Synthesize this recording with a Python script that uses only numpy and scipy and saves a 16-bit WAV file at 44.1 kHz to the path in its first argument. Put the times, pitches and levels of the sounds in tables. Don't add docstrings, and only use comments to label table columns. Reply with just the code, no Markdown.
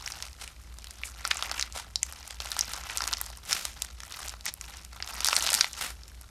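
import sys
import numpy as np
from scipy import signal
from scipy.fft import rfft, irfft, next_fast_len
from scipy.io import wavfile
from scipy.ndimage import uniform_filter1d

SR = 44100
rng = np.random.default_rng(int(sys.argv[2]) if len(sys.argv) > 2 else 0)


def wav_out(sig):
    wavfile.write(sys.argv[1], SR, np.round(np.clip(np.atleast_2d(sig).T, -1, 1) * 32767).astype(np.int16))


N = 277815

ORDINARY_DB = -48.5


def from_db(db):
    return 10 ** (np.asarray(db) / 20)


def rms_one(x):
    return x / np.sqrt(np.mean(x ** 2) + 1e-20)


def level_at(spectrum, hz):
    f, db = np.transpose(spectrum)
    return np.interp(np.log(np.maximum(hz, 1)), np.log(f), db)


def coloured(x, spectrum):
    size = next_fast_len(N)
    hz = np.arange(size // 2 + 1) * SR / size
    return rms_one(irfft(rfft(x, size) * from_db(level_at(spectrum, hz)), size)[:N])


def drift(per_s):
    steps = rng.standard_normal(8192)
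    return np.interp(np.arange(N) / SR * per_s, np.arange(len(steps)), steps) * np.sqrt(3 / 2)


def resonate(x, hz, q):
    hz = min(hz, SR / 3)
    b, a = signal.iirpeak(hz, max(q, 3 * hz / SR), fs=SR)
    return signal.lfilter(b, a, signal.lfilter(b, a, x + 1e-18))


def evened(x, window_s):
    power = x ** 2
    for _ in range(2):
        power = uniform_filter1d(power, max(int(window_s * SR), 2))
    return x / np.sqrt(np.abs(power) + 1e-12)


def background(hiss_db=-60, rumble_db=-51, hum_db=-53, hum_hz=57):
    # f/Hz, relative level/dB
    hiss_spectrum = [(60, -43), (140, 4), (250, -4.5), (450, -8), (650, -8), (1900, -16), (5300, -14.5),
                     (13000, -19.5), (16000, -39)]
    rumble_spectrum = [(23, -57), (33, -0.5), (43, -43), (54, 2), (69, -0.5), (88, -16), (106, -11),
                       (130, -29), (200, -31)]
    hiss = coloured(rng.standard_normal(N), hiss_spectrum)
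    rumble = coloured(rng.standard_normal(N), rumble_spectrum + [(1000, -120)])
    phase = 2 * np.pi * np.cumsum(hum_hz + 1.3 * drift(2.686)) / SR
    hum = from_db(hum_db - 0.5 * drift(7.3)) * np.sqrt(2) * np.sin(phase)
    return from_db(hiss_db) * hiss + from_db(rumble_db) * evened(rumble, window_s=0.26) + hum


def room(x, t60_s=0.17, tail_db=-21, dull_hz=7000, build_up_s=0.0027):
    # delay t/s, level/dB
    echoes = [(.0014, -26), (.0031, -48), (.0272, -55), (0.0354, -27)]
    # f/Hz, bandwidth/Hz, level/dB
    modes = [(1351, 28, -2), (2000, 56, -6), (3920, 28, -3.5), (5440, 100, -7), (6440, 14, -20),
             (9200, 10, -10), (8880, 146, -3.5)]
    t = np.arange(SR // 2) / SR
    tail = rng.standard_normal(len(t)) * from_db(-60 * t / t60_s) * (1 - np.exp(-t / build_up_s))
    tail = signal.sosfilt(signal.butter(1, dull_hz, fs=SR, output="sos"), tail)
    response = from_db(tail_db) * tail / np.linalg.norm(tail)
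    for delay, db in echoes:
        response[int(delay * SR)] += from_db(db)
    for hz, width, db in modes:
        decay = 2 * np.pi * width / SR * np.exp(-np.pi * width * t)
        response += from_db(db) * decay * np.cos(2 * np.pi * hz * t)
    return x + signal.fftconvolve(x, response)[:N]


def ruptures(per_s, spread_db, clump_db, clumps_per_s=170):
    breaks = rng.random(N) < per_s / SR
    size_db = spread_db * np.minimum(rng.exponential(1, N), 4)
    size_db += clump_db * np.clip(drift(clumps_per_s), -2, 2)
    return breaks * from_db(size_db) * rng.choice([-1, 1], N)


def peeling(gain_db=-1, edge_db=-17, fade_s=0.021):
    # f/Hz, relative level/dB
    spectrum = [(150, -13.5), (400, -15.5), (700, -7.5), (1350, -7), (2400, -4.5), (5200, -7), (7500, -8.5),
                (9500, -10.5), (13000, -13.5), (16000, -10)]
    # start t/s, fastest t/s, end t/s,
    # top level/dB before gain_db, ring f/Hz, ring level/dB re the swish, low-pass f/Hz
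    peels = [(0.388, 0.415, .53, -39.5, 5100, -59, 12000), (1.041, 1.05, 1.11, -42, 8800, 0, 14000),
             (1.742, 1.761, 1.84, -32, 960, -13.5, 11500), (3.465, 3.502, 3.72, -30, 5800, -16, 15100),
             (4.455, 4.486, 4.502, -24.5, 5700, -10.5, 8330),
             (5.772, 5.827, 5.925, -27.5, 1340, -19, 14000)]
    swish = coloured(ruptures(per_s=14000, spread_db=5, clump_db=3.5), spectrum)
    out = np.zeros(N)
    for start, fastest, end, db, ring_hz, ring_db, muffle_hz in peels:
        span = np.arange(int((start - fade_s) * SR), int((end + fade_s) * SR))
        speed_db = np.interp(span / SR, [start, fastest, end], [edge_db, 0, edge_db])
        contact = np.interp(span / SR, [start - fade_s, start, end, end + fade_s], [0, 1, 1, 0]) ** 2
        ring = from_db(ring_db) * rms_one(resonate(swish[span], ring_hz, q=1.16))
        muffled = signal.sosfilt(signal.butter(3, muffle_hz, fs=SR, output="sos"), swish[span] + ring)
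        out[span] += from_db(db + speed_db + gain_db) * contact * muffled
    return out


def kneading(grip_db_per_s=595, relax_db_per_s=143, rest_crisp_db=-61., rest_wet_db=-62.):
    # grip t/s, release t/s, crisp drive at release/dB, growth in the grip/dB, wet re crisp/dB
    squeezes = [(-.02, 0.244, -47.5, 0, -2), (0.797, 1.112, -52, 5.5, -3.5), (1.163, 1.207, -49.5, 3, -0.5),
                (1.247, 1.6, -42.5, 2, 1.5), (1.73, 1.84, -53.5, 9, 1.5), (2.027, 2.326, -48.5, 3, -3.5),
                (2.412, 2.773, -42.5, 2, -1.5), (2.792, 3.113, -41.5, 4.5, 0.5), (3.17, 3.36, -52, -8, -3),
                (3.436, 3.88, -50.5, 1, -3), (3.98, 4.1, -53.5, 2, -2), (4.114, 4.275, -44, 1, -2.5),
                (4.635, 4.781, -50, 0, -1), (4.928, 4.952, -50, 2, -1.5), (5.024, 5.23, -40, 8.5, -1.5),
                (5.258, 5.593, -31.5, 2.5, -5.5), (5.702, 5.808, -45.5, 2.5, -4.5)]
    t = np.arange(N) / SR
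    crisp, wet = np.full(N, rest_crisp_db), np.full(N, rest_wet_db)
    for grip, release, db, growth_db, wet_db in squeezes:
        level = np.interp(t, [grip, release], [db - growth_db, db])
        level -= grip_db_per_s * np.maximum(grip - t, 0)
        level -= relax_db_per_s * np.maximum(t - release, 0)
        crisp, wet = np.maximum(crisp, level), np.maximum(wet, level + wet_db)
    return crisp, wet


def pockets(clicks, spectrum, q, variety_db, jostle_db, count, jostle_t60_s=0.014):
    pitches = np.geomspace(spectrum[0][0], spectrum[-1][0], count)
    pocket_hit = rng.integers(0, count, N)
    clicks = clicks * from_db(variety_db * np.clip(rng.standard_normal(N), -2, 2))
    fade = np.exp(-2 * np.log(1000) / (jostle_t60_s * SR))
    jostle_power = from_db(jostle_db) ** 2 * (1 - fade)
    noise, out = rng.standard_normal(N), 0
    for k, hz in enumerate(pitches):
        hits = clicks * (pocket_hit == k)
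        jostle = noise * np.sqrt(signal.lfilter([jostle_power], [1, -fade], hits ** 2 + 1e-18))
        out += from_db(level_at(spectrum, hz)) / np.sqrt(hz) * resonate(hits + jostle, hz, q)
    return out


def crackle(crisp_db, wet_db, wet_gain_db=-0.65, crisp_gain_db=-1.5):
    # f/Hz, relative level/dB
    wet_spectrum = [(160, -17), (330, -10), (500, -20.5), (700, -1.5), (1000, 2.5), (1400, 5), (1900, 2.5),
                    (2700, 6.5)]
    crisp_spectrum = [(3100, -0.5), (4200, 3), (5500, 7), (7200, -0.5), (9000, -5), (13300, -2.5)]
    effort = from_db(0.2 * (crisp_db - ORDINARY_DB))
    clicks = ruptures(per_s=3200 * effort, spread_db=3, clump_db=4.5, clumps_per_s=240)
    wet = pockets(clicks, wet_spectrum, q=2.06, variety_db=1, jostle_db=-2, count=18)
    crisp = pockets(clicks, crisp_spectrum, q=2.3, variety_db=7, jostle_db=-2.5, count=12)
    return (from_db(wet_db + wet_gain_db) * evened(wet, window_s=0.06)
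            + from_db(crisp_db + crisp_gain_db) * evened(crisp, window_s=0.023))


def pops(bursts, cavity_q=1.13, jostle_s=0.0017, size=1024):
    out, t = np.zeros(N + size), np.arange(size) / SR
    click = 1. * (t == 0)
    for start, snap_db, snap_hz, snap_q, cavity_db, cavity_hz in bursts:
        at = int(start * SR)
        jostle_db = -3 + 4 * np.log2(4670 / snap_hz)
        for db, hz, q in (snap_db, snap_hz, snap_q), (cavity_db, cavity_hz, cavity_q):
            ring = resonate(click, hz, q)
            jostle = resonate(rng.standard_normal(size) * np.exp(-t / jostle_s), hz, q)
            jostle *= from_db(jostle_db) * np.linalg.norm(ring) / np.linalg.norm(jostle)
            out[at:at + size] += from_db(db) * (ring + jostle) / np.abs(ring).max()
    return out[:N]


def small_pops(crisp_db, ordinary_per_s=45, snap_hz=7800, snap_q=1, cavity_hz=1350, spread_octaves=0.47):
    effort_db = crisp_db - ORDINARY_DB
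    per_s = ordinary_per_s * from_db(0.55 * effort_db)
    onsets = np.flatnonzero(rng.random(N) < per_s / SR)
    bursts = []
    for at in onsets:
        strength, pitch, cavity_pitch = np.clip(rng.standard_normal(3), -2, 2)
        snap_db = -31 + 0.65 * effort_db[at] + 3 * strength
        bursts.append((at / SR, snap_db, snap_hz * 2 ** (spread_octaves * pitch), snap_q,
                       snap_db - 13, cavity_hz * 2 ** (spread_octaves * cavity_pitch)))
    return pops(bursts)


def loud_pops():
    # t/s, snap peak level/dB, snap f/Hz, snap Q, cavity peak level/dB, cavity f/Hz
    bursts = [(.0616, -20.5, 5500, 3.5, -44, 850), (.0764, -24, 5960, 1.9, -14.5, 2580),
              (.103, -20.5, 7200, 0.7, -31, 1510), (.121, -16.5, 5240, 1.9, -37.5, 940),
              (.2248, -16, 4200, .8, -38, 1260), (.4774, -30, 8100, 2.7, -25, 2600),
              (.7864, -26, 5360, .8, -41.5, 1190), (.8436, -24, 4200, .5, -58, 1450),
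              (.8707, -32, 3630, 2.2, -48, 1410), (.9085, -23.5, 5400, .5, -53, 1700),
              (1.0352, -19.5, 2270, 1.9, -41, 1130), (1.2515, -13.5, 5000, 2.1, -17, 1340),
              (1.2762, -12, 7640, 1, -41, 1350), (1.311, -10.5, 2690, 1.1, -19, 1150),
              (1.3137, -13, 4730, 2.7, -10, 2010), (1.3705, -17.5, 7200, 2.3, -52, 1350),
              (1.3795, -23.5, 6370, 5.6, -43.5, 2150), (1.425, -13, 3570, 1, -23.5, 1100),
              (1.5145, -12.5, 4540, 1.1, -24, 1050), (1.5962, -11.5, 6200, 4.3, -20, 1690),
              (1.6114, -13.5, 5100, 1.5, -45, 1250), (1.6258, -11, 4560, 1.4, -20.5, 2590),
              (1.7245, -24.5, 5900, 1.3, -58, 1300), (1.7616, -27, 4230, .5, -32, 700),
              (1.958, -9, 4870, 1.9, -39, 920), (2.0309, -5.5, 6600, 2, -16.5, 2550),
              (2.125, -21, 8420, 1, -31.5, 1110), (2.2775, -21, 8100, 1.1, -50, 1500),
              (2.3077, -19, 2940, .4, -38.5, 1010), (2.403, -18, 3370, .9, -30, 970),
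              (2.4583, -19.5, 3940, 0.6, -38, 820), (2.5175, -10, 4900, 1, -29, 1730),
              (2.5663, -19.5, 3520, .7, -25.5, 1141), (2.5917, -2, 6040, .8, -44, 1000),
              (2.6099, -8, 5770, 3, -43, 700), (2.7354, -14.5, 4500, .8, -28.5, 1160),
              (2.8986, -22, 2400, .9, -35, 1410), (2.9735, -6.5, 7560, .85, -30, 1290),
              (2.9819, -18.5, 5300, 2, -23.5, 2800), (3.0059, -23, 4540, 2.4, -18, 1350),
              (3.0199, -18.5, 5470, 2.8, -19.5, 1350), (3.0395, -14.5, 4530, 1.2, -33.5, 780),
              (3.0767, -9.5, 5470, 1, -24, 1170), (3.1296, -11, 4360, 1.3, -25, 1290),
              (3.136, -8.5, 4700, 1.6, -33, 1020), (3.1706, -22.5, 5340, 3.3, -44, 2780),
              (3.214, -5, 12500, 1.2, -27.5, 1130), (3.263, -19.5, 6640, .6, -53, 1400),
              (3.373, -26.5, 9050, 1.3, -48, 1900), (3.522, -13, 5440, 2.3, -21.5, 1690),
              (3.5294, -3.5, 5100, 1.2, -21.5, 1520), (3.566, -25, 2780, 2.7, -23, 1660),
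              (3.653, -8, 6540, .7, -37.5, 750), (3.8212, -7.5, 6140, .7, -42, 696),
              (3.8479, -19, 6450, .9, -32, 1430), (4.0037, -20, 4570, .9, -30, 1740),
              (4.034, -26, 5330, 2.5, -30, 1660), (4.1232, -20, 5230, 1.2, -39, 1460),
              (4.2833, -17, 6560, 1, -36, 1290), (4.2944, -17.5, 5200, 1, -48, 700),
              (4.339, -28, 2164, 1, -33, 1150), (4.4094, -28.5, 4470, 0.9, -44.5, 1150),
              (4.4565, -10, 11900, .5, -42, 1300), (4.464, -16, 5060, 1.6, -20, 2120),
              (4.5397, -13.5, 12000, 1.1, -43.5, 1850), (4.612, -17, 6730, 1.5, -31.5, 1980),
              (4.7709, -22.5, 6900, 1.4, -50, 800), (4.8492, -23.5, 5750, .8, -47.5, 2600),
              (5.0024, -30, 2000, 1.1, -39, 820), (5.025, -19.5, 4680, 3.6, -26.5, 1570),
              (5.0755, -22.5, 2800, .5, -41, 972), (5.206, -11.5, 5000, .8, -35.5, 820),
              (5.2462, -2, 5800, .9, -27.5, 1250), (5.2592, -10.5, 5300, 1.5, -27.5, 2000),
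              (5.2684, -6, 7570, .6, -49.5, 750), (5.2752, -9.5, 5000, 2, -26, 1900),
              (5.2864, -7.5, 4900, 1.6, -14, 1150), (5.3297, -8.5, 2640, .6, -18.5, 1070),
              (5.3542, -13, 8090, 4, -29, 1650), (5.3653, 2, 4470, .8, -25, 766),
              (5.4248, -9, 6800, 1.2, -49, 700), (5.4654, -11.5, 3940, .9, -35.5, 695),
              (5.4736, -12, 4300, 2.1, -18.5, 1840), (5.4906, -12.5, 3000, 0.75, -25.5, 1350),
              (5.5035, -6.5, 7660, 1.3, -20, 2200), (5.5311, -4, 6300, .7, -43, 1150),
              (5.5418, 0.5, 5700, .6, -39, 1150), (5.5497, -2.5, 7500, .8, -16, 2870),
              (5.6099, 1.5, 4850, 2, -9, 1730), (5.6442, -12.5, 2680, .9, -23.5, 1273),
              (5.732, -18.5, 6800, 1.7, -51, 1250), (6.0348, -32.5, 5000, 2.4, -58.5, 1587),
              (6.0806, -29.5, 5780, .6, -55, 1260), (6.2126, -27, 10200, 1.7, -49, 910)]
    return pops(bursts)


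def scene():
    crisp_db, wet_db = kneading()
    slime = loud_pops() + crackle(crisp_db, wet_db) + peeling() + small_pops(crisp_db)
    return (room(slime) + background())[None]


def record(dry, ceiling=0.95, shelf_hz=13950, shelf_db=-15, cutoff_hz=16100):
    rounded = ceiling * np.tanh(dry[0] / ceiling)
    below = np.convolve(rounded, signal.firwin(161, shelf_hz, fs=SR), "same")
    shelved = below + from_db(shelf_db) * (rounded - below)
    low_pass = signal.firwin(201, cutoff_hz, window="blackman", fs=SR)
    return np.convolve(shelved, low_pass, "same")[None]


dry = scene()
out = record(dry)
wav_out(out)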